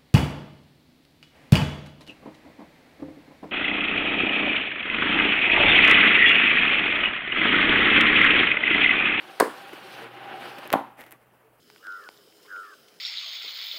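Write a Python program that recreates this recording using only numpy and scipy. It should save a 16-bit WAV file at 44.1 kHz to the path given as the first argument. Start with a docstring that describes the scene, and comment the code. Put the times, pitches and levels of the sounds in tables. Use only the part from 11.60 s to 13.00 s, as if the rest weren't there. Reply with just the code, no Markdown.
"""On open gravel, by a wire cage, an animal gives two thin, buzzing, falling calls.
Each call is a tone chopped into fast pulses, joined near its end by a second, higher voice.
Knocks set the cage wire ringing, and the gravel shifts in tiny clicks of stone on stone.
Behind lie airy hiss, a distant drone, insects and a low rumble, all shaped from noise."""
import sys
import numpy as np
from scipy import signal
from scipy.fft import rfft, irfft
from scipy.io import wavfile
from scipy.ndimage import uniform_filter1d

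SR = 44100
rng = np.random.default_rng(int(sys.argv[2]) if len(sys.argv) > 2 else 0)


def output_pcm(signal):
    """Save a mono or channel-first signal as 16-bit PCM at the path in sys.argv[1].

    Samples are clipped to [-1, 1] before scaling.
    """
    pcm = np.clip(np.atleast_2d(signal).T, -1, 1) * 32767
    wavfile.write(sys.argv[1], SR, np.round(pcm).astype(np.int16))


N = 61739

# tone colour of the open air: (frequency [Hz], relative level [dB])
AIR_COLOUR = [(25, -38), (60, -13.5), (120, -22.5), (220, -12), (320, -6), (450, 2.5), (650, -4.5),
              (900, -10.5), (1400, -7.5), (2300, -13.5), (4000, -12), (5600, -17), (7000, -17),
              (11500, -18.5), (15500, -15.5)]
# two bands of drone, then two of insects: (centre [Hz], width to each side [Hz], base level [dB])
BANDS = [(415.7, 12.8, -66), (328, 18, -72), (3054, 160, -68.5), (5090, 334, -66)]
# air, drone and insects swell together: (time [s], level change [dB])
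SWELL = [(0, -4.5), (.15, -1.5), (.5, 0.13), (.7, -1.4), (1.0, 1), (1.4, -2.5)]
# the rumble's rise and fall: (time [s], level [dB])
RUMBLE_LEVELS = [(0, -66), (.14, -66), (.25, -77.5), (.47, -79.5), (.56, -69), (.82, -72.5), (.97, -79.5),
                 (1.119, -90), (1.2, -65), (1.28, -77.5), (1.4, -65.5)]
# knocks on the cage: (time [s], low [dB], middle [dB], high [dB], top [dB], ring against click [dB])
KNOCKS = [(0.101, -16, -16.5, -27.5, -34, -32), (0.1613, -22.5, -17, -31, -53, -26),
          (0.2689, -16, -19, -20, -30, -57), (.439, -40, -27, -23, -37, -45),
          (0.4891, -4.5, -9, -15, -30.5, -38), (0.963, -16, -14, -34, -55, -30)]
# points where a knock's tone colour is set: (frequency [Hz])
KNOCK_HZ = [60, 250, 450, 850, 1600, 2400, 3900, 4700, 5600, 8500, 13000]
# ringing notes of the wire: (pitch [Hz], relative level [dB], time to fade by 60 dB [s])
WIRE_NOTES = [(870, 3, 0.0059), (1507, 4, 0.02), (2320, -14, 0.0085), (4550, 9, 0.0075), (5100, -8, 0.057)]
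# gravel shifts and soft rustles: (time [s], length [s], level [dB], strongest frequency [Hz])
SCUFFS = [(0.175, 0.012, -61, 3120), (0.478, 0.049, -82, 3000), (0.721, 0.01, -62.5, 2500),
          (0.809, 0.047, -64, 3700), (0.844, 0.028, -60, 820), (0.852, 0.025, -62, 2800),
          (1.035, 0.049, -64.5, 2330), (1.128, 0.023, -64.5, 2680), (1.276, 0.019, -60, 3220)]
# slides that open the calls: (time [s], length [s], first pitch [Hz], last pitch [Hz], level [dB])
SLIDES = [(0.193, 0.05, 1154, 1430, -59), (0.841, 0.056, 990, 1393, -61)]
# main voice of each call: (time [s], pitch [Hz], level [dB])
MAIN_A = [(.2239, 1483, -55), (.245, 1531, -39.5), (.262, 1506, -36.5), (.285, 1430, -31),
          (.32, 1396, -32.5), (.35, 1387, -34), (.39, 1333, -39.5), (.42, 1260, -46.5), (.445, 1200, -47.5),
          (.475, 1113, -52.5)]
MAIN_B = [(.8787, 1506, -52), (.899, 1489, -43), (.905, 1559, -38), (.94, 1417, -32.5), (.97, 1390, -32.5),
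          (1.005, 1358, -34.5), (1.04, 1308, -39.5), (1.07, 1246, -42.5), (1.11, 1159, -50.5),
          (1.145, 1096, -50.5)]
# higher voice of each call: (time [s], pitch [Hz], level [dB])
UPPER_A = [(.35, 1989, -60), (.385, 1920, -65), (.41, 1822, -55), (.447, 1704, -48.5), (.46, 1572, -51),
           (.47, 1472, -41.5), (.481, 1463, -42.5), (.492, 1320, -72)]
UPPER_B = [(1.03, 1860, -55), (1.05, 1826, -57.5), (1.08, 1759, -53.5), (1.11, 1690, -50),
           (1.122, 1562, -51.5), (1.13, 1550, -45.5), (1.141, 1536, -47.5), (1.153, 1370, -61)]
# single stones tapping: (time [s], level [dB])
STONE_TAPS = [(.3238, -48), (.5749, -43.5)]
# ringing notes of a stone: (pitch [Hz], relative level [dB], time to fade by 60 dB [s])
STONE_NOTES = [(3400, -14, .009), (3850, -0.5, 0.0073), (4350, -8, 0.0095), (6040, -2, 0.0037)]

TIME = np.arange(N) / SR


def amp(db):
    """Turns decibels into a number to multiply a sound by."""
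    return 10 ** (np.asarray(db) / 20)


def unit(x):
    """Scales a signal to an average strength (rms) of 1."""
    return x / np.sqrt(np.mean(x ** 2) + 1e-20)


def add(mix, start_s, sound):
    """Mixes a sound in at the given time."""
    part = mix[max(round(start_s * SR), 0):][:len(sound)]
    part += sound[:len(part)]


def coloured(x, gain):
    """Turns each frequency up or down by gain(frequency), then scales to strength 1."""
    freqs = np.fft.rfftfreq(len(x), 1 / SR) + 1
    return unit(irfft(rfft(x) * gain(freqs), len(x)))


def wander(rate_hz):
    """A smooth random wobble, up to about the given rate."""
    return coloured(rng.standard_normal(N), lambda f: 1 / (1 + (f / rate_hz) ** 4))


def level_curve(points):
    """Joins (time, level) points into a volume curve."""
    return amp(np.interp(TIME, *np.transpose(points)))


def noise_band(centre, width, db):
    """Noise gathered around one pitch."""
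    return amp(db) * coloured(rng.standard_normal(N), lambda f: 1 / (1 + ((f - centre) / width) ** 2))


def air_hiss(level_db=-57.5, patch_db=2.5):
    """Open-air hiss, with patches that drift louder and softer."""
    freqs, _, spectrum = signal.stft(rng.standard_normal(N), SR, nperseg=1024)
    patches = uniform_filter1d(rng.standard_normal(spectrum.shape), size=10, axis=0)
    patches = unit(uniform_filter1d(patches, size=5, axis=1))
    hz, db = np.transpose(AIR_COLOUR)
    colour_db = np.interp(np.log(freqs + 1), np.log(hz), db)
    spectrum *= amp(colour_db[:, None] + patch_db * patches)
    return amp(level_db) * unit(signal.istft(spectrum, SR, nperseg=1024)[1][:N])


def drone():
    """A distant hum: two low, narrow bands of noise."""
    return sum(noise_band(*band) for band in BANDS[:2])


def insects():
    """Insects hiss in two high bands."""
    return sum(noise_band(*band) for band in BANDS[2:])


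def rumble(centre_hz=195):
    """A low outdoor rumble comes and goes."""
    low = coloured(rng.standard_normal(N), lambda f: 1 / (1 + np.log2(f / centre_hz) ** 4))
    return low * level_curve(RUMBLE_LEVELS)


def gravel_grains(per_s, hz, width_octaves=0.68):
    """Tiny stones of uneven size click at random moments."""
    clicks = rng.standard_normal(N) * (rng.random(N) < per_s / SR)
    return coloured(clicks, lambda f: 1 / (1 + (np.log2(f / hz) / width_octaves) ** 2))


def cage_knock(low, middle, high, top, ring_db, lead_in_s, size=4096):
    """A dull click, smeared by a brief rattle, sets the cage wire ringing."""
    rattle_s, delay_at_1khz_s, bounce_s = 0.0013, 0.000484, 0.00092
    t, signed_hz = TIME[:size], np.fft.fftfreq(size, 1 / SR)
    freqs = abs(signed_hz) + 1
    # one level for each point in KNOCK_HZ
    levels = [low - 49, low - 5.5, low + 1.5, low, (low + middle) / 2 - 7,
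              middle, high - 2, high, top + 2, top, top - 15]
    colour_db = lambda hz: np.interp(np.log(hz), np.log(KNOCK_HZ), levels)
    # the most sudden click that has this tone colour
    spectrum = np.exp(np.conj(signal.hilbert(np.log(amp(colour_db(freqs))))))
    # waves bend the wire as they travel, and the treble arrives first
    lag = 4 * np.pi * delay_at_1khz_s * np.sqrt(1000 * freqs) * np.sign(signed_hz)
    rattle = rng.standard_normal(size) * np.exp(-t / rattle_s)
    smear = np.angle(1 + amp(-4) * np.fft.fft(rattle) / np.linalg.norm(rattle))
    click = np.fft.ifft(spectrum * np.exp(1j * (smear - lag))).real
    click = click + amp(-17) * np.roll(click, round(bounce_s * SR))  # sound bouncing off the ground
    ring = sum(amp(colour_db(hz) + ring_db + db - 60 * t / fade_s) * np.sin(2 * np.pi * hz * t)
               for hz, db, fade_s in WIRE_NOTES)
    sound = np.roll(click + ring, round(lead_in_s * SR))
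    bass_cut = signal.butter(2, 317, "high", fs=SR, output="sos")  # the lowest bass is cut from the knock
    return signal.sosfilt(bass_cut, sound)


def echo(x, level_db=-19, fade_s=0.8, delay_s=0.016):
    """Gravel banks and trees scatter a little sound back."""
    tail = rng.standard_normal(N) * (TIME > delay_s) * amp(-60 * TIME / fade_s)
    return amp(level_db) * signal.fftconvolve(x, tail / np.linalg.norm(tail))[:N]


def gravel_scuff(length, db, hz):
    """Shifting gravel makes a short swell of packed clicks."""
    swell = np.hanning(round(length * SR))
    return amp(db) * unit(gravel_grains(per_s=5000, hz=hz)[:len(swell)] * swell)


def whistle(hz, rough=0.24, rasp_width_hz=342):
    """The animal's tone: a slightly unsteady whistle with rasp around it."""
    phase = 2 * np.pi * np.cumsum(hz * (1 + 0.003 * wander(64))) / SR
    rasp = wander(rasp_width_hz) * np.sin(phase) + wander(rasp_width_hz) * np.cos(phase)
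    return np.sin(phase) + rough * rasp / np.sqrt(2)


def opening_slide(start, length, from_hz, to_hz, db):
    """The voice slides faintly upward as it starts."""
    progress = np.clip((TIME - start) / length, 0, 1)
    return amp(db) * np.sin(np.pi * progress) * whistle(from_hz + (to_hz - from_hz) * progress)


def voice_path(points, fade_s=0.0019):
    """Gives a voice's time since its start, its pitch and its volume."""
    times, hz, db = np.transpose(points)
    fade_in = np.clip((TIME - times[0]) / fade_s, 0, 1)
    fade_out = np.clip((times[-1] - TIME) / fade_s, 0, 1)
    gain = fade_in * fade_out * amp(np.interp(TIME, times, db))
    return np.maximum(TIME - times[0], 0), np.interp(TIME, times, hz), gain


def animal_call(main_points, upper_points, pulse_hz=94.8):
    """A falling tone is chopped into chirps; the same pulsing shakes a higher voice."""
    settle_s, tire_s, shake_ends_s = 0.049, 0.2, 0.25
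    age, hz, gain = voice_path(main_points)
    started = age > 0
    early = np.exp(-(age / settle_s) ** 2)
    late = np.minimum(age / tire_s, 1) ** 4  # the voice grows rougher as effort runs out
    pulse_rate = started * pulse_hz * (1 + 0.007 * wander(35))
    cycle = np.cumsum(pulse_rate) / SR % 1  # runs from 0 to 1 in each pulse
    arch = np.sin(np.pi * cycle ** 1.3)  # each pulse swells slowly and shuts quickly
    arch_hz = 176.15 + 60.12 * early + 91 * late
    hz = hz + arch_hz * (arch - arch[started].mean())
    hz = hz + 783.7 * early * (0.5 - cycle)  # early pulses also chirp downward
    gap_gain = 0.4 * (1 - early)
    pulses = gap_gain + (1 - gap_gain) * abs(arch) ** (0.85 + 0.25 * early)
    main = gain * pulses * whistle(hz, rough=0.09 + 0.28 * early + 0.22 * late)

    _, upper_hz, upper_gain = voice_path(upper_points)
    flutter, swing_hz = 0.64, 58
    shake = np.cos(2 * np.pi * cycle) / (1 + (age / shake_ends_s) ** 20)  # eases off at the end
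    upper = upper_gain * (1 + flutter * shake) * whistle(upper_hz - swing_hz * shake)
    bass_cut = signal.butter(8, 990, "high", fs=SR, output="sos")  # keeps the call thin
    return signal.sosfiltfilt(bass_cut, main + upper)


def stone_tap(level_db, rise_s=0.00011):
    """One stone taps another and rings for a few thousandths of a second."""
    t = TIME[:2048]
    ring = sum(amp(db - 60 * t / fade_s) * np.sin(2 * np.pi * (hz * t + rng.random()))
               for hz, db, fade_s in STONE_NOTES)
    return amp(level_db) * np.minimum(t / rise_s, 1) * ring


def scene():
    """Mixes the nearby calls, cage and gravel with their echo and the background."""
    near = animal_call(MAIN_A, UPPER_A) + animal_call(MAIN_B, UPPER_B)
    near += sum(opening_slide(*row) for row in SLIDES)
    near += amp(-74) * gravel_grains(per_s=130, hz=4100)  # faint grit all the way through
    background = (air_hiss() + drone() + insects()) * level_curve(SWELL) + rumble()
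    lead_in_s = 0.004  # room before each knock for its smeared start
    for start, *levels in KNOCKS:
        add(near, start - lead_in_s, cage_knock(*levels, lead_in_s))
    for start, level_db in STONE_TAPS:
        add(near, start, stone_tap(level_db))
    for start, *shape in SCUFFS:
        add(near, start, gravel_scuff(*shape))
    return (near + echo(near) + background)[None]


def record(dry):
    """Cuts away the very highest treble."""
    treble_cut = signal.firwin(511, 15850, window=("kaiser", 9), fs=SR)
    return signal.oaconvolve(dry, treble_cut[None], "same")


dry = scene()
out = record(dry)
output_pcm(out)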